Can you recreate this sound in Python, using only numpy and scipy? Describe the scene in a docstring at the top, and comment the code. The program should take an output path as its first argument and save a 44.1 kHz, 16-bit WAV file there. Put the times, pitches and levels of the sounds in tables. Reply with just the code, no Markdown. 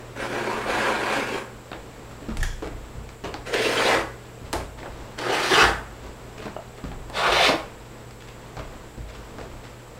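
"""A knife tears through carpet, in four long strokes, in a furnished room with a wooden floor.
The blade snaps the backing thread by thread, drums on the boards and now and then chatters.
Between strokes boots thud and scuff, a steel tool is dropped, gear clicks and a loose board knocks.
Underneath, clothes rustle and an appliance hums over room air and a thin hiss."""
import sys
import numpy as np
from scipy import signal
from scipy.fft import rfft, irfft, next_fast_len
from scipy.io import wavfile
from scipy.ndimage import uniform_filter1d, map_coordinates

SR = 44100
rng = np.random.default_rng(int(sys.argv[2]) if len(sys.argv) > 2 else 0)


def log_audio(samples):
    """Write samples as a 16-bit WAV file to the path given in sys.argv[1]."""
    # one column per channel
    frames = np.atleast_2d(samples).T
    # limit to full scale, then quantise
    limited = np.clip(frames, -1, 1)
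    pcm = np.round(limited * 32767).astype(np.int16)
    wavfile.write(sys.argv[1], SR, pcm)


N = 440559
TIME_S = np.arange(N) / SR
HIT_S = TIME_S[:SR * 3 // 4]


def amp(db):
    """Decibels to gain."""
    return 10 ** (np.asarray(db) / 20)


def unit(x):
    """Scale to rms 1."""
    return x / np.sqrt(np.mean(x ** 2) + 1e-20)


def along(points, hz):
    """Interpolate (Hz, value) points on a log frequency axis."""
    point_hz, values = np.transpose(points)
    return np.interp(np.log(hz + 1), np.log(point_hz + 1), values)


def wobble(rate_hz):
    """A smooth random curve, rate_hz knots a second."""
    return map_coordinates(rng.standard_normal(int(N * rate_hz / SR) + 4), [TIME_S * rate_hz])


def filtered(x, response):
    """Apply a gain given as a function of frequency."""
    size = next_fast_len(len(x) + 8192)
    return irfft(rfft(x, size) * response(np.fft.rfftfreq(size, 1 / SR)), size)[:len(x)]


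def coloured(x, spectrum):
    """Shape x by a spectrum, at rms 1."""
    return unit(filtered(x, lambda hz: amp(along(spectrum, hz))))


def band(x, spectrum, low_hz, high_hz):
    """Shape x by one steep-sided part of a spectrum, at rms 1."""
    def response(hz):
        skirts = (1 + (low_hz / (hz + 1)) ** 10) * (1 + (hz / high_hz) ** 10)
        return amp(along(spectrum, hz)) / np.sqrt(skirts)
    return unit(filtered(x, response))


def resonated(x, peaks, top_hz):
    """Pass x through resonances of alternating sign, rolled off above top_hz, at rms 1."""
    def response(hz):
        body = sum((-1) ** k * amp(db) * 1j * hz * width / (centre ** 2 - hz ** 2 + 1j * hz * width)
                   for k, (centre, width, db) in enumerate(peaks))
        return body / np.sqrt(1 + (hz / top_hz) ** 10)
    return unit(filtered(x, response))


def noise():
    """White noise as long as one hit."""
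    return rng.standard_normal(len(HIT_S))


def flutter(samples):
    """Noise smoothed over some samples, one hit long, at rms 1."""
    return unit(uniform_filter1d(noise(), size=samples))


def fade(attack_s, t60_s):
    """The envelope of one hit."""
    return (1 - np.exp(-HIT_S / attack_s)) * np.exp(-np.log(1000) * HIT_S / max(t60_s, 0.005))


def ring(modes, attack_s):
    """Damped modes, at new strengths for each blow."""
    return sum(amp(db + rng.normal(0, 1)) * np.sin(2 * np.pi * hz * HIT_S) * fade(attack_s, t60_s)
               for hz, db, t60_s in modes)


def add(track, start_s, sound):
    """Mix a sound into the track."""
    part = track[max(round(start_s * SR), 0):][:len(sound)]
    part += sound[:len(part)]


# Room decay. Each row: frequency in Hz, t60 in seconds.
ROOM_DECAY = [(100, 0.54), (500, 0.46), (1500, 0.48), (4000, 0.31), (12000, 0.48)]

def in_room(x, share):
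    """Direct sound plus a diffuse tail that holds a share of the energy."""
    hz, t, bins = signal.stft(rng.standard_normal(SR // 2), SR, nperseg=256)
    decay = np.exp(-np.log(1000) * t / along(ROOM_DECAY, hz)[:, None])
    tail = signal.istft(bins * decay, SR, nperseg=256)[1]
    tail *= np.clip(TIME_S[:len(tail)] / 0.0027, 0, 1)
    diffuse = signal.fftconvolve(x, tail / np.linalg.norm(tail))[:len(x)]
    return np.sqrt(1 - share) * x + np.sqrt(share) * diffuse


# Air and hiss spectra. Each row: frequency in Hz, relative density in dB.
AIR_SPECTRUM = [(15, -10), (30, -12), (45, -1), (62, -5.5), (85, -11), (150, -11), (225, -12.5),
                (320, -11.5), (450, -10.5), (620, -15), (1000, -17), (2000, -24.5), (6500, -36.5),
                (9000, -53)]
HISS_SPECTRUM = [(4500, -36), (6500, -10), (7200, 0.5), (7900, 3), (8500, -7.5), (10000, -11),
                 (16000, -11.5)]
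# Appliance tones. Each row: frequency in Hz, typical rms level in dB.
HUM_TONES = [(53.8, -59), (119.5, -48), (220.7, -59), (457.6, -59.5), (506, -61.5)]

def background():
    """Room air, a narrow high hiss and the slightly unsteady hum of an appliance."""
    air = amp(-43.5 + 1.3 * wobble(5)) * coloured(rng.standard_normal(N), AIR_SPECTRUM)
    hiss = amp(-58) * coloured(rng.standard_normal(N), HISS_SPECTRUM)
    hum = np.zeros(N)
    for hz, db in HUM_TONES:
        peak = np.sqrt(2) * amp(db + 1.4 * wobble(2.1))
        hum += peak * np.sin(2 * np.pi * hz * TIME_S + 0.39 * wobble(2.095))
    return air + hiss + hum


# Rubbed cloth and pile. Each row: frequency in Hz, relative density in dB.
PILE_SPECTRUM = [(1200, -5), (2200, -2), (4000, -6.5), (7000, -16), (11000, -29.5), (16000, -34)]

def rustle():
    """Clothes rub faintly in uneven swells."""
    level_db = -60 + 2.5 * wobble(9.9) + 1.8 * wobble(60)
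    return amp(level_db) * band(rng.standard_normal(N), PILE_SPECTRUM, 800, 7000)


# Rubbed boot sole. Each row: frequency in Hz, relative density in dB.
SOLE_SPECTRUM = [(120, -14), (200, -3), (247, -8.5), (428, 2), (563, -5.5), (633, 4), (734, -13),
                 (1140, -8), (2500, -29), (3250, -57), (5500, -120)]

def scuff(db, treble_db, t60_s):
    """A short grainy rub: dull from the sole, brighter from the pile."""
    rub = noise() * amp(4.9 * flutter(150))
    rise_s = 0.0028 * amp(-20 - db)  # light rubs set in slowly, firm ones at once
    tone = coloured(rub, SOLE_SPECTRUM) + amp(treble_db) * coloured(rub, PILE_SPECTRUM)
    return in_room(amp(db - 5.5) * fade(rise_s, t60_s) * tone, share=0.41)


# Rubs between footfalls. Each row: start in seconds, relative level in dB, pile over sole in dB.
BRUSH_EVENTS = [(2.1, -33, -5), (4.249, -33, -3), (4.599, -24, -7.5), (6.378, -27.5, -1.5),
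                (6.421, -27.5, 0.5), (6.77, -29, -4), (8.199, -41.5, 15), (8.269, -37, 8),
                (9.078, -36.5, 7.5), (9.135, -32.5, 2), (9.636, -33, 2)]

def brushes():
    """Soles and cloth brush the pile as feet and knees shift."""
    out = np.zeros(N)
    for start_s, db, treble_db in BRUSH_EVENTS:
        add(out, start_s, scuff(db, treble_db, t60_s=0.15))
    return out


# The two parts of a click. Each row: frequency in Hz, relative density in dB.
SNAP_SPECTRUM = [(500, -22), (1200, 2), (2100, 0), (3000, -5), (4600, -3.5), (6200, -7.5), (8400, -6),
                 (12000, -14.5), (16000, -19)]
KNOCK_SPECTRUM = [(150, -12), (310, 0.5), (470, -4.5), (660, -2.5), (850, 0), (1100, -9.5), (1600, -12),
                  (3000, -44)]

def click(db, knock_db, edge_hz):
    """A sharp snap with a wooden knock under it; the shelves scatter both into a smooth tail."""
    snap_envelope = fade(0.00094, 0.0095) + amp(-23) * fade(0.0062, 0.34)
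    knock_envelope = fade(0.00057, 0.022) + amp(-8) * fade(0.0056, 0.31)
    snap = band(noise(), SNAP_SPECTRUM, 600, edge_hz) * snap_envelope
    knock = coloured(noise(), KNOCK_SPECTRUM) * knock_envelope
    return amp(db) * (snap + amp(knock_db - 5) * knock)


# Hard taps. Each row: start in seconds, relative level in dB, knock trim in dB, treble edge in Hz.
GEAR_TAPS = [(1.7158, -21, -2, 3770), (1.7305, -20, -7, 3740), (2.37, -18.5, -16, 12000),
             (2.429, -15.5, -10, 15500), (3.09, -26, -13, 5970), (3.3409, -17.5, -3, 5560),
             (3.5406, -17, -4, 7000), (4.529, -10, -7.5, 15600), (4.535, -15, -1, 12000),
             (4.554, -26, 8, 3000), (4.83, -26, -1, 3500), (4.858, -24.5, 1.5, 2960),
             (5.1883, -17, -8, 7000), (6.916, -27, -0.5, 3910), (7.0988, -30, 4, 13000),
             (8.1085, -31, -20, 7000)]

def gear_clicks():
    """Gear and blade tap against the floor."""
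    out = np.zeros(N)
    for start_s, db, knock_db, edge_hz in GEAR_TAPS:
        add(out, start_s, click(db, knock_db, edge_hz))
    return out


# Tool landings. Each row: start in seconds, relative level in dB.
TOOL_IMPACTS = [(2.4034, -24.5), (2.4286, -14.5)]
# Tool resonances. Each row: centre in Hz, width in Hz, relative level in dB.
STEEL_PEAKS = [(1670, 180, 2.5), (1900, 130, 2), (2300, 210, -7), (3320, 200, -3), (5460, 1400, -11),
               (7200, 480, -8.5), (10000, 1000, -22)]

def dropped_tool():
    """Steel cracks against the floor; the pile damps its rattling ring."""
    out = np.zeros(N)
    envelope = fade(0.0004, 0.027) + amp(-6.5) * fade(0.0023, 0.51)
    for start_s, db in TOOL_IMPACTS:
        add(out, start_s, amp(db - 12) * envelope * resonated(noise(), STEEL_PEAKS, top_hz=14000))
    return out


# Loose board modes. Each row: frequency in Hz, relative level in dB, t60 in seconds.
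BOARD_MODES = [(646, 1, 0.016), (790, -8, 0.017), (1280, -8, 0.016), (2870, -16, .012)]

def loose_board():
    """A loose board gives one hollow tock underfoot."""
    out = np.zeros(N)
    add(out, 6.565, amp(-13.5) * ring(BOARD_MODES, attack_s=0.00093))
    return in_room(out, share=0.32)


# Floor modes. Each row: frequency in Hz, relative level in dB, t60 in seconds.
JOIST_MODES = [(29.5, 5, 0.62), (39.3, 3.5, 0.1)]
PLANK_MODES = [(54, 0.5, 0.83), (86, -2, 0.6), (111.4, 3, 0.18), (145.2, -7.5, 0.58)]
# Heel modes. Each row: multiple of the heel pitch, relative level in dB, t60 in seconds.
HEEL_MODES = [(1, -1, .08), (1.4, -3, 0.061), (2.1, -6, 0.037)]
# Boot steps, levels relative. Each row: start in seconds, heel in dB, heel pitch in Hz, planks in dB,
# scuff in dB, edge tick in dB, roll onto the sole in seconds, weight in dB.
STEPS = [(2.22, -28, 290, -37, -32, -48, .098, -34), (2.286, -18, 224, -24, -28, -34, 0.099, -23.5),
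         (2.623, -19, 317, -31, -23, -29, 0.094, -35.5), (2.953, -35, 152, -27, -46, -50, 0.067, -48),
         (3.238, -25.5, 170, -30, -21, -31, .131, -46), (4.418, -27.5, 173, -29.5, -37, -45, 0.058, -47),
         (4.532, -25, 310, -22.5, -23.5, -24, 0.0318, -42), (4.776, -39, 254, -42, -28, -40, .095, -42.5),
         (6.035, -34, 197, -31.5, -30.5, -48, .05, -47), (6.455, -22.5, 205, -38, -28.5, -31, .05, -54),
         (6.84, -18.5, 183, -26, -29, -32, .098, -35.5), (8.568, -36, 196, -26.5, -26, -27.5, 0.085, -39.5),
         (8.976, -29, 235, -25.5, -35, -39, 0.039, -48), (9.384, -29, 314, -30.5, -29, -30, .146, -41)]

def footfalls():
    """The heel knocks, ticks and scuffs; planks boom, then boom again as the weight sways the joists."""
    out = np.zeros(N)
    for start_s, heel_db, heel_hz, planks_db, scuff_db, tick_db, roll_s, weight_db in STEPS:
        modes = [(heel_hz * multiple, db, t60_s) for multiple, db, t60_s in HEEL_MODES]
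        add(out, start_s, amp(heel_db) * in_room(ring(modes, attack_s=0.0012), share=0.27))
        add(out, start_s, amp(planks_db - 8) * ring(PLANK_MODES, attack_s=0.0048))
        add(out, start_s, scuff(scuff_db, treble_db=-6, t60_s=0.23))
        add(out, start_s, click(tick_db, knock_db=3, edge_hz=5800))
        sway = amp(0.5) * ring(JOIST_MODES, attack_s=0.011)
        settle = amp(-2) * ring(PLANK_MODES, attack_s=0.0097)
        add(out, start_s + roll_s, amp(weight_db) * (sway + settle))
    return out


# Blade catches. Each row: centre in seconds, pitch in Hz, relative level in dB.
BLADE_CATCHES = [(.486, 394, -30.5), (.775, 750, -29), (1.125, 415, -32.5), (1.348, 402, -29.5),
                 (3.553, 470, -23.5), (3.607, 440, -23.5), (3.66, 2770, -27.5), (3.672, 440, -25.5),
                 (3.784, 3200, -30), (3.87, 3860, -29.5), (3.94, 1902, -30), (5.528, 360, -20),
                 (5.555, 3010, -23.5), (5.608, 2600, -19.5), (5.618, 1485, -16.5), (5.632, 1170, -21),
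                 (7.28, 520, -28), (7.455, 3700, -28), (7.499, 290, -26.5), (7.503, 599, -25.5),
                 (7.549, 320, -28)]

def chatter():
    """The blade catches: stick and slip gather around one rough pitch for a moment."""
    out = np.zeros(N)
    middle_s, sigma_s = HIT_S.mean(), 0.011
    swell = np.exp(-0.5 * ((HIT_S - middle_s) / sigma_s) ** 2)
    for centre_s, hz, db in BLADE_CATCHES:
        pitch_hz = hz + 3 * np.sqrt(hz) * flutter(80)
        roughness = unit(amp(2 * flutter(160)))
        tone = np.sin(2 * np.pi * np.cumsum(pitch_hz) / SR)
        add(out, centre_s - middle_s, amp(db + 5) * swell * roughness * tone)
    return in_room(out, share=0.043)


def threads(samples, row_rate_hz, bunching_db, snaps_per_s, friction):
    """Fibres snap at random, bunched as the blade meets each row of backing, over smooth friction."""
    rows_cut = np.cumsum(row_rate_hz * amp(2.5 * wobble(25)[:samples])) / SR
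    grip = amp(bunching_db * np.cos(2 * np.pi * rows_cut) + 1.06 * wobble(110.36)[:samples])
    snaps = (rng.random(samples) < snaps_per_s / SR) * np.sign(rng.standard_normal(samples))
    return grip * (unit(snaps) + friction * rng.standard_normal(samples))


def colour_drift(x, depth_db):
    """The colour drifts as the blade moves over new ground."""
    bins = signal.stft(x, nperseg=512)[2]
    drift = uniform_filter1d(rng.standard_normal(bins.shape), size=5, axis=0)
    drift = uniform_filter1d(drift, size=9, axis=1)
    return signal.istft(bins * amp(depth_db * unit(drift)), nperseg=512)[1][:len(x)]


# Pull curves: the first stroke, then a list of the other three.
# Each row: time in seconds, relative pull in dB, relative treble in dB.
FIRST_STROKE = [(0.15, -45, -57), (0.164, -39.5, -45.5), (0.228, -28.5, -33), (0.304, -38, -42),
                (0.332, -28, -35.5), (0.448, -32, -36), (0.468, -27.5, -36.5), (0.66, -33.5, -39),
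                (0.696, -24.5, -30), (0.89, -24.5, -29), (0.98, -30, -35), (1.166, -28, -27.5),
                (1.266, -35, -38), (1.364, -29.5, -32.5), (1.44, -47, -46)]
LATER_STROKES = [
    [(3.45, -39, -49), (3.476, -38, -37.5), (3.52, -37, -43), (3.544, -25, -21), (3.552, -27, -31.5),
     (3.642, -31, -26.5), (3.71, -26.5, -28.5), (3.88, -22, -23.5), (3.958, -21.5, -29), (4.03, -32, -37)],
    [(5.17, -39, -58), (5.186, -35.5, -38), (5.266, -28.5, -40.5), (5.316, -24.5, -30), (5.486, -27, -26.5),
     (5.542, -18, -20), (5.592, -13.5, -21), (5.608, -21, -18), (5.63, -13.5, -21), (5.72, -29.5, -34)],
    [(7.12, -44, -51), (7.146, -35, -40), (7.17, -25.5, -28.5), (7.292, -18.5, -29), (7.312, -24, -28),
     (7.324, -21, -22), (7.412, -23, -23.5), (7.458, -21, -19), (7.506, -23.5, -25.5), (7.56, -29, -41)],
]
# Band balance per stroke. Each row: drum, tear, rasp and fizz trims in dB.
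STROKE_TRIMS = [(-4.5, -4, -2, -9.5), (-2.9, -4, -2, -7), (-5, -3.5, -2.5, -7), (-5.5, -3, -0.5, -9.5)]
# A carpet spectrum per stroke, one fibre spectrum. Each row: frequency in Hz, relative density in dB.
CARPET_SPECTRA = [
    [(82, -43), (140, -8), (172, -23), (214, 0.5), (250, -6.5), (408, -1.5), (441, 0), (867, -4),
     (953, -1.5), (1270, -7.5), (1580, -3.5), (1820, -14), (2410, -13), (2960, -20.5), (6000, -26),
     (7800, -52.5), (13200, -120)],
    [(100, -46), (170, -24), (313, -7.5), (469, 0), (512, 0), (552, 1), (595, -10), (631, -3), (838, -9),
     (1410, -12), (1930, -12.5), (3720, -19), (6000, -21.5), (7800, -51), (13200, -120)],
    [(82, -29), (140, -13.5), (232, -17), (354, -0.5), (470, -4.5), (841, 0), (1030, -5), (1210, -2),
     (1370, -4), (1530, -3), (2000, -8), (2570, -9), (6000, -9), (7800, -62), (13200, -120)],
    [(100, -36), (170, -9.5), (278, -22), (318, -24), (380, -3), (410, -5.5), (462, -3.5), (595, 3),
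     (917, -4.5), (1080, -5), (1900, -11.5), (3670, -9), (6000, -13.5), (7800, -60), (13200, -120)],
]
FIBRE_SPECTRUM = [(3240, -8), (5500, -7), (6460, -4), (9070, -7.5), (10500, -13.5), (13300, -18.5),
                  (15200, -22), (16000, -25)]

def knife():
    """The same snaps drum the boards, tear the weave, rasp in the backing and fizz in the fibres."""
    out = np.zeros(N)
    usual_pull_db, usual_treble_db = -24, -38
    lift_s, lift_db = 0.08, 7.5  # the treble fades first as the blade leaves the cut
    for curve, trims, spectrum in zip([FIRST_STROKE, *LATER_STROKES], STROKE_TRIMS, CARPET_SPECTRA):
        knots_s, pull_db, treble_db = np.transpose(curve)
        drum_db, tear_db, rasp_db, fizz_db = trims
        start_s, end_s = knots_s[0], knots_s[-1]
        t = start_s + TIME_S[:2 * SR]
        contact = np.clip((t - start_s) / 0.015, 0, 1) * np.clip((end_s - t) / 0.013, 0, 1)
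        lift = np.clip(1 - (end_s - t) / lift_s, 0, 1)
        effort_db = np.interp(t, knots_s, pull_db) - usual_pull_db
        bright_db = np.interp(t, knots_s, treble_db) - usual_treble_db - lift_db * lift
        snaps = threads(len(t), row_rate_hz=240, bunching_db=1, snaps_per_s=5000, friction=0.73)
        snaps = colour_drift(snaps, depth_db=2)
        drum = amp(drum_db + 0.71 * effort_db) * band(snaps, spectrum, 91, 570)
        tear = amp(tear_db + effort_db) * band(snaps, spectrum, 756, 1970)
        rasp = amp(rasp_db + 0.93 * bright_db) * band(snaps, spectrum, 1950, 4280)
        fizz = amp(fizz_db + 0.75 * bright_db) * coloured(snaps, FIBRE_SPECTRUM)
        cut = amp(usual_pull_db) * (drum + tear) + amp(usual_treble_db) * (rasp + fizz)
        add(out, start_s, in_room(contact * cut, share=0.34))
        # the hardest pull jolts the planks
        jolt = amp(-43 + 1.65 * effort_db.max()) * ring(PLANK_MODES, attack_s=0.0042)
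        add(out, t[effort_db.argmax()], jolt)
    return out


def scene():
    """Cutting, boots, clothes, tools and background, in mono."""
    cutting = knife() + chatter()
    boots = footfalls() + brushes() + loose_board()
    return (cutting + boots + rustle() + gear_clicks() + dropped_tool() + background())[None]


def record(dry):
    """Brick-wall low-pass at 15.8 kHz."""
    return filtered(dry[0], lambda hz: hz < 15800)[None]


dry = scene()
out = record(dry)
log_audio(out)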